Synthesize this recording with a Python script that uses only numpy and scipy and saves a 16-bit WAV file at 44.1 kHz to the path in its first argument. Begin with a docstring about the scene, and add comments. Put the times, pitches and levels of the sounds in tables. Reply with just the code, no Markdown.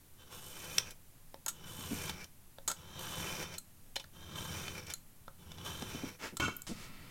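"""In a small room, a craft knife is drawn five times along a steel rule, through thin card on a cutting mat.
Shaped noise from dense random slips gives the scrape, the ploughed mat, the torn fibres and the desk rumble.
Gritty bursts through resonant bodies give ticks, snaps, knocks and a crack; damped sines give pings and skids.
At the end the rule is nudged and the hands slide away. Room murmur and microphone hiss lie beneath."""
import sys
import numpy as np
from scipy import signal
from scipy.fft import rfft, irfft, next_fast_len
from scipy.io import wavfile
from scipy.ndimage import uniform_filter1d, map_coordinates

SR = 44100
rng = np.random.default_rng(int(sys.argv[2]) if len(sys.argv) > 2 else 0)


def digitize_waveform(pressure):
    """Quantize a signal to 16-bit integers and store it at the path in sys.argv[1].

    Rows of a 2-D input are taken as channels; values are limited to [-1, 1].
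    """
    field = np.atleast_2d(pressure).T
    bounded = np.clip(field, -1, 1)
    quanta = np.round(bounded * 32767).astype(np.int16)
    wavfile.write(sys.argv[1], SR, quanta)


N = 313110
TIME_S = np.arange(N) / SR

# Cuts. Each row: blade bites the card [s], bite length [s], lead-in [s], time from bite to mat [s],
# time in the card [s], run-out [s], force at the bite [dB], on reaching the mat [dB], on leaving [dB],
# resistance before the bite [dB], jolt of the bite [dB], tearing [dB], last flick [dB], desk shake [dB].
STROKES = [(0.289, 0.028, .13, 0.26, 0.506, 0.13, -13, -7, -1.5, -3, 6.5, 3.5, -5, -1),
           (1.65, 0.027, 0.16, .27, 0.451, 0.15, -7, -1, 0.5, -1, 0.5, 2.5, -5.5, .5),
           (2.991, .003, 0.24, 0.24, 0.44, 0.14, -2, 3.5, 1.5, -1.5, 2.5, -1, -5.5, -1),
           (4.354, 0.0031, 0.23, 0.18, 0.435, 0.15, -2.5, 0.5, -3.5, -1.5, 4.5, -3, -2, 1.5),
           (5.636, 0.019, 0.259, 0.29, .455, 0.072, -4, -2, -5.5, -3.5, 7, -4.5, -15, 2.5)]

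# Contacts. Each row: start [s], level before the group gain [dB], contact decay [s], tilt [dB per octave].
# Steel ticks on steel.
STEEL_TICKS = [(1.4617, -34, 0.0014, -2), (1.481, -30, 0.0093, -3), (2.6765, -27, 0.01, -4),
               (2.698, -34, 0.015, -7), (2.7142, -36, 0.0028, -5.5), (3.582, -38.5, 0.0032, -1),
               (4.9367, -36.5, 0.0015, -1), (6.3688, -37, 0.003, -5), (6.5656, -37.5, .002, 24),
               (6.619, -44, 0.0011, 2)]
# Blade catches and snaps free.
BLADE_SNAPS = [(0.906, -48, 0.0076, 5), (2.0945, -39, 0.0047, -4.5), (2.2425, -50, 0.002, 2),
               (2.9912, -48.5, 0.0023, -4), (3.539, -47.5, 0.0097, -3), (3.957, -36.5, 0.0089, -3),
               (3.963, -35, .0022, -4.5), (3.9968, -44.5, 0.0076, -5), (4.68, -40.5, 0.0022, -8.5),
               (4.8664, -49.5, 0.0079, 0), (4.8998, -42, 0.015, -0.5), (5.5172, -49, 0.0024, -4.5),
               (5.5823, -52, 0.0024, -7), (5.8223, -41, 0.0027, -8)]
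# Dull knocks on the rule and mat.
DULL_KNOCKS = [(1.343, -43, 0.00045, -1), (1.462, -41, 0.0055, 0), (2.5845, -45, 0.00086, -2),
               (2.68, -36, 0.0078, -1), (2.7145, -42, .004, .5), (3.964, -39, 0.0019, -1.5),
               (4.041, -50.5, 0.0022, 1), (5.2792, -42.5, 0.0019, -4.5), (6.3988, -33.5, 0.0053, 0),
               (6.481, -32.5, 0.0067, -3)]
# Blade breaks through the far edge of the card.
EDGE_BREAKS = [(0.7817, -25, 0.0007, 1), (0.7828, -21, .0016, -0.5)]

# Blade springs free and pings. Each row: start [s], level [dB].
BLADE_PINGS = [(3.581, -40), (3.966, -32), (4.939, -38)]
# Side of the hand skids in shudders. Each row: start [s], level before the group gain [dB],
# length [s], mean slip rate [slips per s].
HAND_SKIDS = [(1.79, -49, 0.03, 81), (1.91, -36, 0.027, 238), (5.821, -42.5, 0.013, 203),
              (5.948, -42.5, 0.022, 130), (6.036, -39, 0.013, 260), (6.324, -49.5, 0.027, 230),
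              (6.693, -42.5, 0.029, 145), (6.711, -40.5, 0.018, 247)]

# Colours. Each row: frequency [Hz], relative level [dB].
# Modes, the resonances above a colour. Each row: centre [Hz], width [Hz], added resonant gain [dB].
# Blade on the rule: colour, modes.
SCRAPE_COLOUR = [(100, -27.5), (350, -1.5), (700, -4), (1150, -1.5), (1900, -10.5), (3300, -6.5),
                 (4500, -14), (6500, -10), (9000, -19.5), (16000, -22)]
SCRAPE_MODES = [(523, 16, 9.5), (868, 25, 3.5), (1140, 360, -3), (1565, 76, 7.5), (3060, 85, 14),
                (3516, 100, 10), (3810, 75, 10.5), (5700, 150, 9)]
# Blade in the mat: colour, modes.
GROOVE_COLOUR = [(100, -31), (400, -3), (800, -6.5), (1600, -6.5), (2400, -6.5), (3300, -15), (4600, -12),
                 (5900, -12), (7500, -17.5), (16000, -22)]
GROOVE_MODES = [(503, 23, 3.7), (1493, 47, 3.2), (2345, 79, 1), (2400, 65, 9.7), (5510, 110, 7.9),
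                (5830, 220, 6.9)]
# Tearing card fibres: colour, modes.
FIBRE_COLOUR = [(500, -59), (3000, -2.5), (5500, -6), (8500, -5), (10000, -6.5), (13000, -0.5),
                (15000, -3.5), (16000, -46)]
FIBRE_MODES = [(6630, 110, 8), (7370, 230, 5.5), (9130, 120, 10), (8500, 540, 3)]
# Rumbling desk: colour, modes.
DESK_COLOUR = [(25, -40), (55, -3), (78, 4.5), (120, 1), (200, -3.5), (270, -12.5), (350, -4.5),
               (600, -24.5), (1500, -33.5)]
DESK_MODES = [(156.6, 27, -0.78)]
# Ticking steel: colour, modes.
STEEL_COLOUR = [(300, -27.5), (1400, -10.5), (2300, -12.5), (3600, 0), (5600, -2.5), (7000, 10), (8200, 1),
                (9300, -2), (10300, -1), (14000, 3.5), (16000, -12.5)]
STEEL_MODES = [(1372, 61, 10), (6680, 65, 4.1), (7150, 26, 1.3), (8080, 180, 12), (8600, 60, 2.1),
               (10100, 98, 8.1)]
# Snapping blade: colour, modes.
SNAP_COLOUR = [(200, -24), (1000, -7.5), (2000, -5), (3300, 2), (4600, 4), (5800, 6), (8000, 1.5),
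               (16000, -8.5)]
SNAP_MODES = [(848, 54, 9.2), (2410, 84, 1.8), (3010, 140, 11.2), (3510, 110, 3.2)]
# Knocked rule and mat: colour, modes.
KNOCK_COLOUR = [(60, -8.5), (200, -7), (550, 0.5), (1000, 0), (1350, 4.5), (2100, -7.5), (2700, -16),
                (3600, -5), (8000, -22), (16000, -18)]
KNOCK_MODES = [(544, 12, 9.6), (890, 19, 0.84)]
# Rule chattering on the mat: colour, modes.
RULE_COLOUR = [(40, -6), (90, 13.5), (380, 4), (700, -11.5), (1300, 1), (1900, -14.5), (2600, -4.5),
               (3700, -17), (6500, -10.5), (10000, -23.5), (16000, -31)]
RULE_MODES = [(1126, 87, 1.9), (1456, 11, 17.6), (1470, 60, 2.6), (2247, 43, 17), (2700, 96, 2.8),
              (3120, 46, 20), (3544, 48, 10.5), (3960, 100, 9.4), (5200, 20, 15), (6420, 25, 11),
              (7520, 29, 8.3)]
# Colours alone: sliding skin, its hiss, knife tip on the mat, crack of the card edge, room murmur and hiss.
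SKIN_COLOUR = [(22, 22.5), (45, -4), (130, 14.5), (300, 2), (450, -4), (900, -8), (1300, -0.5),
               (1600, -9.5), (2000, -0.5), (3200, -7), (4100, -9.5), (4600, -8), (5600, -16), (16000, -20)]
SKIN_HISS_COLOUR = [(2000, -5.5), (5500, -1), (8500, -6), (11000, -13), (16000, -27)]
TIP_COLOUR = [(200, -3), (520, 0), (700, -5), (1400, -2), (2300, -2), (4200, -11), (6200, -9),
              (10000, -20.5), (16000, -24)]
BREAK_COLOUR = [(200, -22.5), (900, -21.5), (1500, -7), (2600, -9), (3300, -2.5), (4600, -11), (5300, 1.5),
                (5900, 0), (6800, -9), (16000, -21)]
FLOOR_COLOUR = [(20, 2.5), (30, -50), (55, -20.5), (75, -10), (140, -13.5), (220, -18.5), (420, -28.5),
                (900, -30.5), (1500, -33), (5000, -36.5), (8000, -34), (12100, -30.5), (16000, -36)]

# Single rubs. Each row: start [s], attack [s], hold [s], decay [s].
# Blade brushes the rule before the first cut.
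FALSE_START = (0.173, 0.04, 0.0084, 0.0085)
# Knife tip drags off the mat.
TIP_DRAG = (6.185, 0.051, 0.037, 0.02)
# Rule breaks loose, then shifts on the mat.
RULE_JERK = (6.397, 0.0017, 0.0077, .008)
RULE_SHIFT = (6.40, 0.027, 0.015, 0.049)
# Hands slide away, fingertips leave the rule, palm brushes the mat.
HAND_SLIDE = (6.667, 0.0063, 0.38, .9)
FINGER_PEEL = (6.667, 0.0013, .01, 0.043)
PALM_BRUSH = (6.75, 0.068, 0.031, 0.027)

# Hand leans in before the bite, eases off after the card.
TOUCH_DB, EASE_DB, LIFT_S = -11, -11, 0.015
# Less resistance past the card; coming out takes a moment.
RUN_OUT_DB, EXIT_S = -3.5, 0.018
# Jolt of the bite dies away; far edge of the card holds the blade briefly.
JOLT_DECAY_S, EDGE_DB, EDGE_WIDTH_S = 0.036, -3.5, 0.016
# Last flick swells just before the lift.
FLICK_LEAD_S, FLICK_WIDTH_S = 0.036, 0.027
# Tip sinks into the mat: groove grows, scrape gives way, tearing thins out.
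SINK_S, SHALLOW_DB, SUNK_SCRAPE_DB = 0.075, -9, -2.5
SUNK_TEAR_DB, TEAR_FADE_DB_PER_S = -1.5, -9


def undb(db):
    """Decibels to gain."""
    return 10 ** (np.asarray(db) / 20)


def unit(x):
    """Scale to rms 1."""
    return x / np.sqrt(np.mean(x ** 2) + 1e-20)


def walk(rate_hz):
    """Smooth random wandering, rms 1."""
    hold = max(int(SR / rate_hz), 1)
    steps = np.repeat(rng.standard_normal(N // hold + 1), hold)
    return unit(uniform_filter1d(steps, hold)[:N])


def rise(start_s, length_s):
    """Straight fade from 0 to 1."""
    return np.clip((TIME_S - start_s) / length_s, 0, 1)


def swell(peak_s, width_s):
    """Smooth bump of height 1."""
    return np.exp(-((TIME_S - peak_s) / width_s) ** 2)


def rub(start_s, attack_s, hold_s, decay_s):
    """Envelope of one rub: linear attack, hold, exponential decay."""
    since_hold_s = np.maximum(TIME_S - start_s - attack_s - hold_s, 0)
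    return rise(start_s, attack_s) * np.exp(-since_hold_s / decay_s)


def add(out, start_s, sound):
    """Mix a short sound into out."""
    start = int(start_s * SR)
    out[start:start + len(sound)] += sound[:N - start]


def high_pass(x, cutoff_hz):
    """Second-order low cut."""
    return signal.sosfilt(signal.butter(2, cutoff_hz, "high", fs=SR, output="sos"), x)


def body(x, colour, modes=(), tilt_db_per_octave=0):
    """Filter x by a minimum-phase colour with ringing resonances on top; rms 1."""
    size = 2 * next_fast_len(len(x) // 2 + 1)
    f_hz = np.maximum(np.arange(size // 2 + 1) * SR / size, 1)
    hz, db = np.transpose(colour)
    octaves = np.log2(np.maximum(f_hz, hz[0]) / hz[0])
    colour_db = np.interp(np.log(f_hz), np.log(hz), db) + tilt_db_per_octave * octaves
    # folding the cepstrum makes the colour causal
    cepstrum = irfft(np.log(undb(colour_db)))
    cepstrum[1:size // 2] *= 2
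    cepstrum[size // 2 + 1:] = 0
    ring = 1
    for centre_hz, width_hz, peak_db in modes:
        damping = 1j * f_hz * width_hz
        ring = ring + undb(peak_db) * damping / (centre_hz ** 2 - f_hz ** 2 + damping)
    return unit(irfft(rfft(x, size) * np.exp(rfft(cepstrum)) * ring)[:len(x)])


def friction(slips_per_s, spread_db):
    """Dense tiny slips: random impulses of either sign and uneven size."""
    slips = rng.random(N) < slips_per_s / SR
    return slips * rng.choice([-1, 1], N) * undb(spread_db * rng.standard_normal(N))


def drift(x, depth=0.014, rate_hz=7):
    """Resonances wander as the point of contact travels: playback speed varies."""
    place = np.arange(N) + np.cumsum(depth * walk(rate_hz))
    return map_coordinates(x, [place], order=3, mode="mirror")


def room_floor(level_db=-56):
    """Low room murmur and microphone hiss: steady coloured noise."""
    return undb(level_db) * body(rng.standard_normal(N), FLOOR_COLOUR)


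def room(x, t60_s=0.19, wet_db=-13, near_db=-10, near_decay_s=0.0017):
    """Things on the desk scatter the treble; then the short tail of a furnished room."""
    t_s = TIME_S[:SR // 3]
    near = rng.standard_normal(len(t_s)) * np.exp(-t_s / near_decay_s) * (t_s > 0.002)
    near = high_pass(near, 1000)
    tail = rng.standard_normal(len(t_s)) * np.exp(-np.log(1000) * t_s / t60_s) * (t_s > 0.007)
    echoes = (undb(near_db) * unit(near) + undb(wet_db) * unit(tail)) / np.sqrt(len(t_s))
    return x + signal.fftconvolve(x, echoes)[:N]


def letting_go(jerk_db=-34, rule_db=-33.5, skin_db=-51, palm_db=-56, peel_db=-46, brush_db=-57):
    """Rule chatters over the mat and rings; skin brushes away over mat and card."""
    shift = undb(jerk_db) * rub(*RULE_JERK) + undb(rule_db) * rub(*RULE_SHIFT)
    slide = undb(skin_db) * rub(*HAND_SLIDE) + undb(palm_db) * rub(*PALM_BRUSH)
    hiss = undb(peel_db) * rub(*FINGER_PEEL) + undb(brush_db) * rub(*PALM_BRUSH)
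    rule = body(friction(6000, 1.8), RULE_COLOUR, RULE_MODES)
    skin = body(friction(12000, 2.6), SKIN_COLOUR)
    skin_hiss = body(friction(4000, 2), SKIN_HISS_COLOUR)
    return shift * rule + slide * skin + hiss * skin_hiss


def skids(gain_db=-7, thud_hz=255, thud_decay_s=0.0021, jitter=0.211):
    """Skin sticks and slips on the mat; every slip is a damped thud in the desk."""
    out, t_s = np.zeros(N), TIME_S[:SR // 8]
    thud = np.sin(2 * np.pi * thud_hz * t_s) * np.exp(-t_s / thud_decay_s)
    for start_s, level_db, length_s, slips_per_s in HAND_SKIDS:
        chance = rng.standard_normal((16, 2))
        slips_s = np.cumsum(np.abs(1 + jitter * chance[:, 0])) / slips_per_s
        shudder = np.zeros(len(t_s))
        for at_s, size in zip(slips_s - slips_s[0], chance[:, 1]):
            fade = np.clip((length_s - at_s) * slips_per_s, 0, 1)
            shudder += undb(2 * size) * fade * np.interp(t_s - at_s, t_s, thud, left=0)
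        # the desk top radiates almost no deep bass
        add(out, start_s, undb(level_db + gain_db) * unit(high_pass(shudder, 70)))
    return out


def pings(bending_hz=4110, t60_s=0.037):
    """Thin blade rings briefly in its bending mode: a damped sine."""
    out, t_s = np.zeros(N), TIME_S[:SR // 4]
    ring = np.sin(2 * np.pi * bending_hz * t_s) * np.exp(-np.log(1000) * t_s / t60_s)
    for start_s, level_db in BLADE_PINGS:
        add(out, start_s, undb(level_db) * ring)
    return out


def hits(rows, colour, modes, gain_db):
    """Each contact is a brief gritty burst that rings the struck body."""
    out, t_s = np.zeros(N), TIME_S[:SR // 8]
    attack = 1 - np.exp(-(t_s / 0.0008) ** 2)
    for start_s, level_db, decay_s, tilt in rows:
        burst = rng.choice([-1, 1], len(t_s)) * attack * np.exp(-t_s / decay_s)
        add(out, start_s, undb(level_db + gain_db) * body(burst, colour, modes, tilt))
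    return out


def stroke(bite_s, entry_s, lead_s, sink_s, cut_s, run_s, bite_db, mat_db, leave_db,
           approach_db, jolt_db, tear_db, flick_db, shake_db):
    """Hand force through one cut sets four gains: on the rule, in the mat, in the card, on the desk."""
    touch_s, mat_s, leave_s = bite_s - lead_s, bite_s + sink_s, bite_s + cut_s
    lift_s = leave_s + run_s
    contact = rise(touch_s, LIFT_S) * (1 - rise(lift_s, LIFT_S))
    force_db = np.interp(TIME_S, [touch_s, bite_s, mat_s, leave_s, lift_s],
                         [bite_db + TOUCH_DB, bite_db, mat_db, leave_db, leave_db + EASE_DB])
    force = contact * undb(force_db)

    bitten = rise(bite_s, entry_s)
    sunk = rise(mat_s - SINK_S, SINK_S)
    past_card = rise(leave_s, EXIT_S)
    load = force * undb(approach_db * (1 - bitten) + RUN_OUT_DB * past_card)
    jolt = undb(jolt_db * rub(bite_s, entry_s, JOLT_DECAY_S, JOLT_DECAY_S))
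    edge = undb(EDGE_DB) * swell(leave_s - EDGE_WIDTH_S / 2, EDGE_WIDTH_S)
    flick = contact * undb(flick_db) * swell(lift_s - FLICK_LEAD_S, FLICK_WIDTH_S)
    thinning_db = TEAR_FADE_DB_PER_S * np.maximum(TIME_S - mat_s, 0)
    tearing = undb(tear_db + SUNK_TEAR_DB * sunk + thinning_db)

    on_rule = load * jolt * undb(SUNK_SCRAPE_DB * sunk)
    in_mat = load * (undb(SHALLOW_DB * (1 - sunk)) + edge) + flick
    in_card = force * np.sqrt(jolt) * tearing * bitten * (1 - past_card)
    on_desk = force * undb(shake_db)
    return on_rule, in_mat, in_card, on_desk


def cutting(scrape_db=-48, groove_db=-48, fibre_db=-50.5, rumble_db=-49, tip_db=-43.5,
            false_start_db=-12, catch_db=1.96, wobble_db=0.66, patch_db=1.0):
    """Blade scrapes the rule, ploughs the mat and tears fibres; its drag shakes the desk."""
    on_rule, in_mat, in_card, on_desk = np.sum([stroke(*row) for row in STROKES], axis=0)
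    on_rule = on_rule + undb(false_start_db) * rub(*FALSE_START)
    grip = undb(catch_db * walk(260))  # uneven card holds and frees the blade
    lean = undb(wobble_db * walk(35))  # knife rocks between the rule's edge and the card
    patches = undb(patch_db * walk(22))  # thicker and thinner clumps of fibre

    scrape = drift(body(grip * lean * friction(9000, 2.9), SCRAPE_COLOUR, SCRAPE_MODES))
    groove = drift(body(grip * friction(3500, 3.8), GROOVE_COLOUR, GROOVE_MODES))
    fibres = body(grip * patches * friction(6000, 4.2), FIBRE_COLOUR, FIBRE_MODES)
    rumble = body(friction(2500, 2.3), DESK_COLOUR, DESK_MODES)
    tip = body(friction(6000, 3.1), TIP_COLOUR)
    return (undb(scrape_db) * on_rule * scrape
            + undb(groove_db) * in_mat * groove
            + undb(fibre_db) * in_card * fibres
            + undb(rumble_db) * on_desk * rumble
            + undb(tip_db) * rub(*TIP_DRAG) * tip)


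def scene():
    """All the handwork in the room, over the murmur and hiss."""
    ticks = hits(STEEL_TICKS, STEEL_COLOUR, STEEL_MODES, gain_db=-13.5)
    snaps = hits(BLADE_SNAPS, SNAP_COLOUR, SNAP_MODES, gain_db=-12)
    crack = hits(EDGE_BREAKS, BREAK_COLOUR, (), gain_db=-16)
    knocks = hits(DULL_KNOCKS, KNOCK_COLOUR, KNOCK_MODES, gain_db=-14.5)
    contacts = ticks + snaps + crack + knocks + pings()
    handwork = cutting() + contacts + skids() + letting_go()
    return (room(handwork) + room_floor())[None]


def record(dry, top_hz=16100):
    """Recorder cuts the top: a steep elliptic low-pass."""
    return signal.sosfilt(signal.ellip(10, 0.2, 70, top_hz, fs=SR, output="sos"), dry)


dry = scene()
out = record(dry)
digitize_waveform(out)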